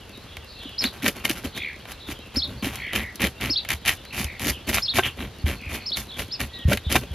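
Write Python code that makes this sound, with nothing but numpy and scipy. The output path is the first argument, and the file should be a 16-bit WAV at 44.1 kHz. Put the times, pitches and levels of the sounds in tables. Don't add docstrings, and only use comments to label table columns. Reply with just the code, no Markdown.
import sys
import numpy as np
from scipy import signal
from scipy.fft import rfft, irfft
from scipy.io import wavfile
from scipy.ndimage import uniform_filter1d

SR = 44100
rng = np.random.default_rng(int(sys.argv[2]) if len(sys.argv) > 2 else 0)


def waveform_to_disk(signal):
    frames = np.transpose(np.atleast_2d(signal))
    scaled = np.clip(frames, -1, 1) * 32767
    samples = np.round(scaled).astype(np.int16)
    wavfile.write(sys.argv[1], SR, samples)


N = 315226
TIME = np.arange(N) / SR

# start_s, swell_s, fade_s, press_db, bite_db
MOVES = [(0.621, 0.015, 0.0079, -16, -18.5), (.81, 0.033, 0.042, -1.5, -3.5),
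         (0.928, 0.003, 0.086, -14, -19), (1.023, 0.065, 0.009, 8.5, 4.5), (1.147, .021, 0.054, -7, -14),
         (1.242, 0.0071, 0.031, 1.5, 0), (1.293, .017, 0.0046, 4, 8), (1.335, 0.047, 0.029, -8, -11),
         (1.44, .01, 0.023, 3, -5), (1.549, 0.033, 0.0087, -4, -9), (1.876, .045, 0.01, -20, -11.5),
         (2.073, 0.053, 0.0066, -6, -8), (2.344, 0.03, 0.0066, -1.5, -7), (2.441, 0.063, 0.075, -7, -25),
         (2.625, 0.022, 0.058, 2, -0.5), (2.71, 0.029, 0.081, -15, -10), (2.928, 0.034, 0.069, 3, 1.5),
         (3.199, 0.045, 0.033, 7, 7.5), (3.405, 0.031, 0.065, 2, 1.5), (3.688, 0.045, 0.011, -3, 3),
         (3.852, 0.031, 0.047, -3, 7.5), (4.13, 0.071, 0.051, -3.5, -2), (4.404, 0.093, 0.02, 4, 2),
         (4.672, 0.021, 0.033, 6.5, 0), (4.724, 0.023, 0.048, 0.5, 4.5), (4.941, 0.04, 0.016, 5, 6.5),
         (5.025, 0.038, 0.031, -3.5, 1.5), (5.177, 0.035, 0.06, 0, -7.5), (5.456, 0.019, 0.073, 2.5, -0.5),
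         (5.692, 0.064, 0.026, -2.5, -5), (5.961, 0.012, .051, -5, -7), (6.168, 0.039, .03, -2, -4),
         (6.396, .008, 0.043, 1.5, -0.5), (6.68, 0.053, 0.017, 10.5, 1.5), (6.898, 0.025, 0.051, 5.5, 3),
         (6.945, 0.016, 0.014, 12.5, 7.5), (7.015, 0.023, 0.0053, -0.5, -14.5),
         (7.131, 0.014, .005, -4, -16)]
# start_s, level_db, brightness_db
SNAPS = [(0.368, -14, -1), (.839, -0.5, 1), (1.061, 2.5, -3), (1.0793, -2.5, 9.5), (1.2514, 2, 2.5),
         (1.295, -5.5, 7.5), (1.5747, -12, 2), (1.853, -21, -7), (2.6267, -16, -5), (2.7557, -18, 13),
         (2.932, -7, 1), (2.952, -7, 1), (2.9589, -1.5, 3), (3.1562, -29, 21.5), (3.2032, -13, 5),
         (3.2173, -5, 5), (3.2686, -7, 4.5), (3.4101, -12.5, 6), (3.648, -14.5, -1), (3.6878, -7.5, 6),
         (3.7031, -1, 3), (3.717, -7.5, 4), (3.8583, -8, 4), (3.8796, 2, 3.5), (3.8906, 2, 0.5),
         (4.0507, -23, 4), (4.2429, -13.5, 13.5), (4.3948, -13, 5), (4.4991, -7.5, 11.5), (4.6917, -5, 0),
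         (4.7425, -3.5, 8), (4.7698, -5, -5), (4.7813, -1.5, -6), (4.9843, -1.5, -14.5), (4.9915, 1, -9.5),
         (5.969, -10, 7), (6.1923, -7.5, 1), (6.4033, -9, 5), (6.7191, -10.5, -17.5), (6.7311, -.5, 4),
         (6.772, -7, 2.5), (6.924, -5, 11.5), (6.9535, -4.5, -16), (6.9607, 3, -7.5)]
# start_s, level_db
THUMPS = [(0.373, -32), (1.457, -24.5), (2.37, -24), (3.731, -23), (4.245, -21), (4.502, -18), (5.44, -11),
          (5.666, -23.5), (6.438, -27), (6.652, -7.5), (6.865, -15.5), (7.108, -21.5)]
# pitch_hz, level_db
THUMP_MODES = [(74, 1), (128, -17)]
# start_s, level_db, pitch_hz
DULL_KNOCKS = [(.653, -30.5, 278), (.848, -18.5, 250), (1.036, -19, 260), (1.3, -20.5, 311),
               (1.445, -22.5, 272), (2.086, -26.5, 290), (2.367, -17.5, 263), (2.625, -21.5, 240),
               (2.666, -20.5, 290), (3.235, -15, 198), (3.498, -23, 290), (4.2, -24.5, 207),
               (4.46, -20.5, 275), (4.987, -14.5, 381), (6.68, -9, 125), (6.712, -15, 592)]

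# pitch_hz, width_hz, level_db
BARREL_MODES = [(65.4, 17.2, 3.5), (98, 32.4, -1), (125.7, 21, -1.5)]
# pitch_hz, width_hz, level_db
FLESH_MODES = [(198.3, 61, 1.5), (267, 92, 0.5), (359, 68.4, -2), (567, 87, -7.5)]
# pitch_hz, width_hz, level_db
SKIN_MODES = [(737, 224, -0.8), (1113, 160, -1), (1381, 120, -2), (1559, 53, 1.5)]
# pitch_hz, width_hz, level_db
BLADE_MODES = [(1860, 325, -2), (2110, 98, 2.5), (2288, 213, 0.5), (2860, 350, -2.5), (3120, 137, 1.5),
               (3590, 620, -6.5)]
# pitch_hz, width_hz, level_db
TEETH_MODES = [(3560, 154, 12.5), (3920, 76, 4), (4530, 330, -6)]
# frequency_hz, gain_db
CRACKLE_SPECTRUM = [(2500, -18), (4200, -0.5), (6300, -2), (7300, -6), (8200, -12.5), (10000, -1),
                    (11800, 0.5), (13300, -5.5), (14700, -15), (16000, -29.5)]
# time_s, gain_db
CRISPNESS = [(.8, 1), (2.35, 3), (2.9, -3.5), (3.3, -3.5), (3.85, 0.5), (4.3, 5), (4.95, 2.5), (5.05, -7),
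             (5.6, -0.5), (5.97, 9), (6.2, 1), (6.95, 2)]
# time_s, gain_db
CONTACT = [(1.3, -7.5), (2.3, 0), (7, 0.5)]

# offset_s, pitch_hz, level_db
ARCH = [(0, 3700, -20), (.005, 4400, -5), (.011, 5200, -1), (.018, 5400, 0), (.031, 5180, -1),
        (.038, 4500, -5), (.044, 4080, -3), (.048, 4550, -4), (.053, 3500, -15), (.059, 2950, -26)]
# offset_s, pitch_hz, level_db
WARBLE = [(0, 2950, -20), (.007, 3500, 0), (.014, 3950, 0), (.020, 4450, -1), (.026, 4620, -1),
          (.034, 3720, -3), (.039, 4150, -6), (.043, 3300, -10), (.048, 4100, -9), (.055, 3000, -17)]
# start_s, arch_db, warble_db, warble_top_hz
CHIRPS = [(.778, -23.5, -25.5, 4560), (2.356, -23, -24.5, 4430), (3.495, -22.5, -21.5, 4570),
          (4.818, -24.5, -22.5, 4350), (5.855, -28.5, -25, 4550)]
# offset_s, pitch_hz, level_db
PEEP = [(0, 3600, -19), (.01, 4250, -7), (.019, 5120, -1), (.029, 5300, 0), (.04, 5150, -2),
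        (.053, 4150, -10), (.059, 3700, -23)]
# start_s, length_s, first_pitch_hz, level_db
WHISTLES = [(0.46, 0.31, 4780, -59), (.577, 0.15, 3680, -53.5), (1.528, 0.14, 3900, -49.5),
            (1.979, 0.16, 4200, -55), (4.515, 0.077, 3290, -51), (6.076, 0.11, 3920, -50.5),
            (6.495, 0.23, 1960, -59.5), (6.527, 0.061, 4010, -49), (6.581, 0.071, 3460, -51.5),
            (6.827, 0.15, 3800, -50.5)]
# start_s, length_s, first_pitch_hz, level_db
HARSH_TRILLS = [(1.58, 0.17, 2345, -30), (2.779, 0.2, 2203, -31.5), (2.8, 0.24, 3050, -39),
                (2.979, 0.14, 2150, -33.5), (4.103, 0.13, 2610, -35.5), (4.247, .134, 2273, -35.5),
                (5.031, 0.033, 2930, -20.5), (5.588, 0.27, 2520, -37)]

# frequency_hz, gain_db
AIR_SPECTRUM = [(15, -56), (25, 5), (80, 4), (161, -5.5), (301, -11.5), (451, -7.5), (591, -11.5),
                (1440, -15.5), (3340, -16.5), (4490, -20), (8590, -36.5), (10400, -31.5), (12200, -34),
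                (14000, -40), (16000, -54)]
# frequency_hz, side_db
NEAR_WIDTH = [(60, -76), (250, -63), (1000, -50), (2400, -50), (4400, -5.5), (7000, -1.5), (15000, -3)]
# frequency_hz, side_db
AIR_WIDTH = [(60, -39), (200, -7.5), (400, -5.5), (2400, -15), (8000, 3.5), (15000, 1)]
# frequency_hz, side_db
ECHO_WIDTH = [(2500, -58), (3400, -6), (5500, -3.5)]

BARREL_DB, BARREL_FOLLOWS = -33, 0.52
FLESH_DB, FLESH_FOLLOWS = -32.5, 0.97
SKIN_DB, SKIN_FOLLOWS = -36, 0.53
BLADE_DB, BLADE_FOLLOWS = -28, 0.95
CRACKLE_DB, CRACKLE_FOLLOWS = -38, 0.95
SNAP_SKIN_DB, SNAP_CRACKLE_DB = -3.5, -5
WHISTLE_SAG_HZ_PER_S = 6000
TRILL_SAG_HZ_PER_S = 1300
WARBLE_DELAY_S = 0.059
PEEP_START_S, PEEP_DB = 6.306, -28.5
NEAR_LEAD_S, FAR_LEAD_S = -0.000016, 0.000018
GROUND_ECHO_S, GROUND_ECHO_DB = 0.0057, -13
AIR_DB = -44.36
CUTOFF_HZ = 15900


def from_db(db):
    return 10 ** (np.asarray(db) / 20)


def along(curve, times):
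    return np.interp(times, *np.transpose(curve))


def rms_one(x):
    return x / np.sqrt(np.mean(x ** 2) + 1e-20)


def evened(x, window_s):
    power = np.abs(uniform_filter1d(x ** 2, max(int(window_s * SR), 8)))
    return x / np.sqrt(power + 1e-12)


def low_passed(x, hz):
    return signal.sosfilt(signal.butter(2, min(hz, SR * .45), fs=SR, output="sos"), x)


def drift(hz):
    settled = low_passed(rng.standard_normal(N + SR), hz)[SR:]
    return rms_one(settled)


def coloured(x, spectrum, size=2048):
    hz, db = np.transpose(spectrum)
    grid = np.maximum(np.arange(size // 2 + 1) * SR / size, 1)
    gain = from_db(np.interp(np.log(grid), np.log(hz), db))
    cepstrum = irfft(np.log(gain))
    cepstrum[1:size // 2] *= 2
    cepstrum[size // 2 + 1:] = 0
    response = np.array(irfft(np.exp(rfft(cepstrum))), ndmin=x.ndim)
    return signal.fftconvolve(x, response, axes=-1)[..., :x.shape[-1]]


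def resonate(x, modes):
    out = 0
    for k, (hz, width, db) in enumerate(modes):
        r = np.exp(-np.pi * width / SR)
        poles = [1, -2 * r * np.cos(2 * np.pi * hz / SR), r * r]
        gain = (-1) ** k * from_db(db) * (1 - r * r) / 2
        out = out + gain * signal.lfilter([1, 0, -1], poles, x + 1e-18)
    return out


def stereo(mid, side):
    return np.array([mid + side, mid - side])


def placed(x, lead_s):
    return stereo(x, lead_s / 2 * np.gradient(x, TIME))


def scatter(x, t60, delay_s):
    t = TIME[:SR // 2]
    tail = rng.standard_normal(len(t)) * from_db(-60 * t / t60) * (t > delay_s)
    tail = tail / np.sqrt(np.sum(tail ** 2) + 1e-20)
    return signal.fftconvolve(x, tail)[:N]


def garden(x, wet_db, t60):
    mid = scatter(x, t60, 0.008)
    side = coloured(scatter(x, t60, 0.0013), ECHO_WIDTH)
    return from_db(wet_db) * stereo(mid, side)


def air():
    mid, side = (coloured(rng.standard_normal(N), AIR_SPECTRUM) for channel in range(2))
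    level = from_db(AIR_DB + 0.57 * drift(8.7))
    return level * stereo(rms_one(mid), coloured(rms_one(side), AIR_WIDTH))


def chorus():
    out = 0
    for hz in (2720, 3260, 3810, 4290):
        pitch = hz * (1 + 0.052 * drift(60))
        level = from_db(28 * np.tanh(drift(13.7)))
        out = out + level * np.sin(2 * np.pi * np.cumsum(pitch) / SR)
    return from_db(-55) * rms_one(out)


def far_birds():
    out, quaver = np.zeros(N), 0.0622 * drift(160)
    for start, length, first_hz, db in WHISTLES:
        a, b = np.searchsorted(TIME, [start, start + length])
        agility = np.interp(first_hz, [2000, 3000], [.1, 1])
        glide = first_hz - agility * WHISTLE_SAG_HZ_PER_S * TIME[:b - a]
        pitch = glide * (1 + agility * quaver[a:b])
        swell = from_db(db + 9.5) * signal.windows.tukey(b - a, .5)
        out[a:b] += swell * np.sin(2 * np.pi * np.cumsum(pitch) / SR)
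    return out


def harsh_trills():
    out, rasp, unsteady = np.zeros(N), drift(290), drift(49)
    for start, length, first_hz, db in HARSH_TRILLS:
        a, b = np.searchsorted(TIME, [start, start + length])
        flick_rate_hz = 68 * (1 + .2 * unsteady[a:b])
        flick = np.cumsum(flick_rate_hz) / SR % 1
        sinking = first_hz - TRILL_SAG_HZ_PER_S * TIME[:b - a]
        pitch = sinking * (1 + .4 * (flick - .5) + .06 * rasp[a:b])
        swell = np.interp(np.linspace(0, 1, b - a), [0, .25, 1], [.3, 1, .25])
        pulses = from_db(db + 4.5) * swell * np.sin(np.pi * flick) ** 2
        out[a:b] += pulses * np.sin(2 * np.pi * np.cumsum(pitch) / SR)
    return out + garden(out, wet_db=-2, t60=.2)


def syllable(points, start, level_db):
    offsets, hz, db = np.transpose(points)
    s = start + offsets
    out = np.zeros(N)
    a, b = np.searchsorted(TIME, [s[0], s[-1]])
    tremble = 1 + .1 * rng.standard_normal(b - a)
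    pitch = uniform_filter1d(np.interp(TIME[a:b], s, hz) * tremble, size=80)
    level = from_db(level_db + np.interp(TIME[a:b], s, db)) * signal.windows.tukey(b - a, .1)
    out[a:b] = level * np.sin(2 * np.pi * np.cumsum(pitch) / SR)
    return np.sqrt(2) * out


def near_bird():
    out = syllable(PEEP, PEEP_START_S, PEEP_DB)
    offsets, hz, db = np.transpose(WARBLE)
    for s, arch_db, warble_db, top_hz in CHIRPS:
        stretched_hz = np.interp(hz, [hz.min(), hz.max()], [hz.min(), top_hz])
        warble = np.transpose([offsets, stretched_hz, db])
        out += syllable(ARCH, s, arch_db)
        out += syllable(warble, s + WARBLE_DELAY_S, warble_db)
    return out


def grounded(x):
    return x + from_db(GROUND_ECHO_DB) * np.interp(TIME - GROUND_ECHO_S, TIME, x)


def knocks(rows, rise_s, t60):
    out, t = np.zeros(N + SR), TIME[:SR // 2]
    shape = (1 - np.exp(-(t / rise_s) ** 2)) * from_db(-60 * t / t60)
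    for s, db, hz in rows:
        at = int(s * SR)
        out[at:at + len(t)] += from_db(db) * shape / shape.max() * np.sin(2 * np.pi * hz * t)
    return out[:N]


def barrel_thumps():
    rows = [(s, db + mode_db, hz) for s, db in THUMPS for hz, mode_db in THUMP_MODES]
    return knocks(rows, rise_s=0.0029, t60=0.12)


def dull_knocks():
    return knocks(DULL_KNOCKS, rise_s=0.0055, t60=0.037)


def tearing(clicks, tear_s, tear_db):
    r = np.exp(-1 / (tear_s * SR))
    power = signal.lfilter([1 - r], [1, -r], clicks ** 2 + 1e-18)
    rip = from_db(tear_db) * np.sqrt(power) * rng.standard_normal((2, len(clicks)))
    return rip + np.outer([1, 0], clicks)


def scales(per_s, spread_db):
    caught = rng.random(N) < per_s * from_db(2.5 * drift(120)) / SR
    sizes = from_db(spread_db * np.minimum(rng.exponential(1, N), 4))
    clicks = caught * sizes * rng.choice([-1, 1], N)
    return tearing(clicks, tear_s=.001, tear_db=0.5)


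def slips(per_s, spread_db):
    draws = rng.standard_normal((2000, 3))
    intervals_s = np.exp(.4 * draws[:, 0]) / per_s
    at = (np.cumsum(intervals_s) * SR).astype(int)
    sizes = from_db(spread_db * draws[:, 1]) * np.sign(draws[:, 2])
    clicks = np.bincount(at[at < N], sizes[at < N], N)
    return tearing(clicks, tear_s=.0006, tear_db=-1)


def handling():
    ticks = scales(per_s=110, spread_db=4.5)
    crisp = from_db(-65.5) * rms_one(coloured(ticks, CRACKLE_SPECTRUM))
    hard = from_db(-65.5) * rms_one(resonate(ticks, SKIN_MODES + BLADE_MODES))
    soft = from_db(-54.5) * rms_one(resonate(ticks, FLESH_MODES))
    return crisp + hard + soft


def snaps(size=1024):
    out = np.zeros((2, N + size))
    for s, db, bright_db in SNAPS:
        flick = tearing(signal.unit_impulse(size), tear_s=0.0017, tear_db=-0.5)
        parts = [(resonate(flick, BLADE_MODES), 5.5),
                 (resonate(flick, TEETH_MODES), -1.0),
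                 (resonate(flick, SKIN_MODES), SNAP_SKIN_DB - bright_db),
                 (coloured(flick, CRACKLE_SPECTRUM), SNAP_CRACKLE_DB + bright_db)]
        at = int((s + 0.000995) * SR)
        for ring, level_db in parts:
            out[:, at:at + size] += from_db(db + level_db) * ring / np.linalg.norm(ring[0])
    return out[:, :N]


def pressure(levels_db, edge_db, release_s, lag_s):
    gain = np.zeros(N)
    for (start, swell, fade, *_), db in zip(MOVES, levels_db):
        times = start + lag_s + np.cumsum([0, .004, swell, fade, release_s])
        a, b = np.searchsorted(TIME, [times[0], times[-1]])
        move = from_db(db + np.interp(TIME[a:b], times, [-24, edge_db, 0, edge_db, -30]))
        gain[a:b] = np.hypot(gain[a:b], move)
    return gain


def scraping():
    fine = rms_one(scales(per_s=900, spread_db=-1.5))
    rows = rms_one(slips(per_s=160, spread_db=2.0))
    grains = fine + from_db(-4) * rows
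    rasp = rows + from_db(-7) * fine
    start, _, _, press, bite = np.transpose(MOVES)

    barrel_db = BARREL_DB + BARREL_FOLLOWS * press + along(CONTACT, start)
    barrel_gain = pressure(barrel_db, edge_db=-4.0, release_s=0.095, lag_s=0.0021)
    out = barrel_gain * evened(resonate(grains, BARREL_MODES), 0.062)

    flesh_db = FLESH_DB + FLESH_FOLLOWS * press
    flesh_gain = pressure(flesh_db, edge_db=-9.0, release_s=0.029, lag_s=-0.0034)
    out += flesh_gain * evened(resonate(grains, FLESH_MODES), 0.015)

    skin_db = SKIN_DB + SKIN_FOLLOWS * bite
    skin_gain = pressure(skin_db, edge_db=-8, release_s=0.042, lag_s=-0.0065)
    out += skin_gain * evened(resonate(rasp, SKIN_MODES), 0.025)

    blade_db = BLADE_DB + BLADE_FOLLOWS * bite
    blade_gain = pressure(blade_db, edge_db=-10.5, release_s=0.022, lag_s=-0.0051)
    out += blade_gain * evened(resonate(rasp, BLADE_MODES), 0.032)

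    crackle = from_db(4.5) * evened(coloured(grains, CRACKLE_SPECTRUM), 0.063)
    teeth = from_db(0.5) * evened(resonate(grains, TEETH_MODES), 0.014)
    bright_db = CRACKLE_DB + CRACKLE_FOLLOWS * bite + along(CRISPNESS, start)
    bright_gain = pressure(bright_db, edge_db=-13.0, release_s=0.045, lag_s=-0.0033)
    return out + bright_gain * (crackle + teeth)


def scene():
    far = far_birds() + scatter(chorus(), t60=0.15, delay_s=0.004)
    far_stereo = from_db(4) * placed(far, FAR_LEAD_S) + garden(far, wet_db=-4, t60=0.57)
    near = from_db(0.1) * grounded(near_bird())
    near_stereo = placed(near, NEAR_LEAD_S) + garden(near, wet_db=-11.5, t60=0.19)
    surroundings = air() + far_stereo + harsh_trills() + near_stereo

    fish, side = scraping() + snaps() + handling()
    fish = fish + barrel_thumps() + dull_knocks()
    fish_stereo = stereo(fish, coloured(side, NEAR_WIDTH)) + garden(fish, wet_db=-16, t60=0.067)
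    return surroundings + fish_stereo


def record(dry):
    lean = signal.sosfilt(signal.butter(2, 42, "high", fs=SR, output="sos"), dry)
    rounded = np.tanh(lean)
    return signal.sosfilt(signal.ellip(10, .2, 80, CUTOFF_HZ, fs=SR, output="sos"), rounded)


dry = scene()
out = record(dry)
waveform_to_disk(out)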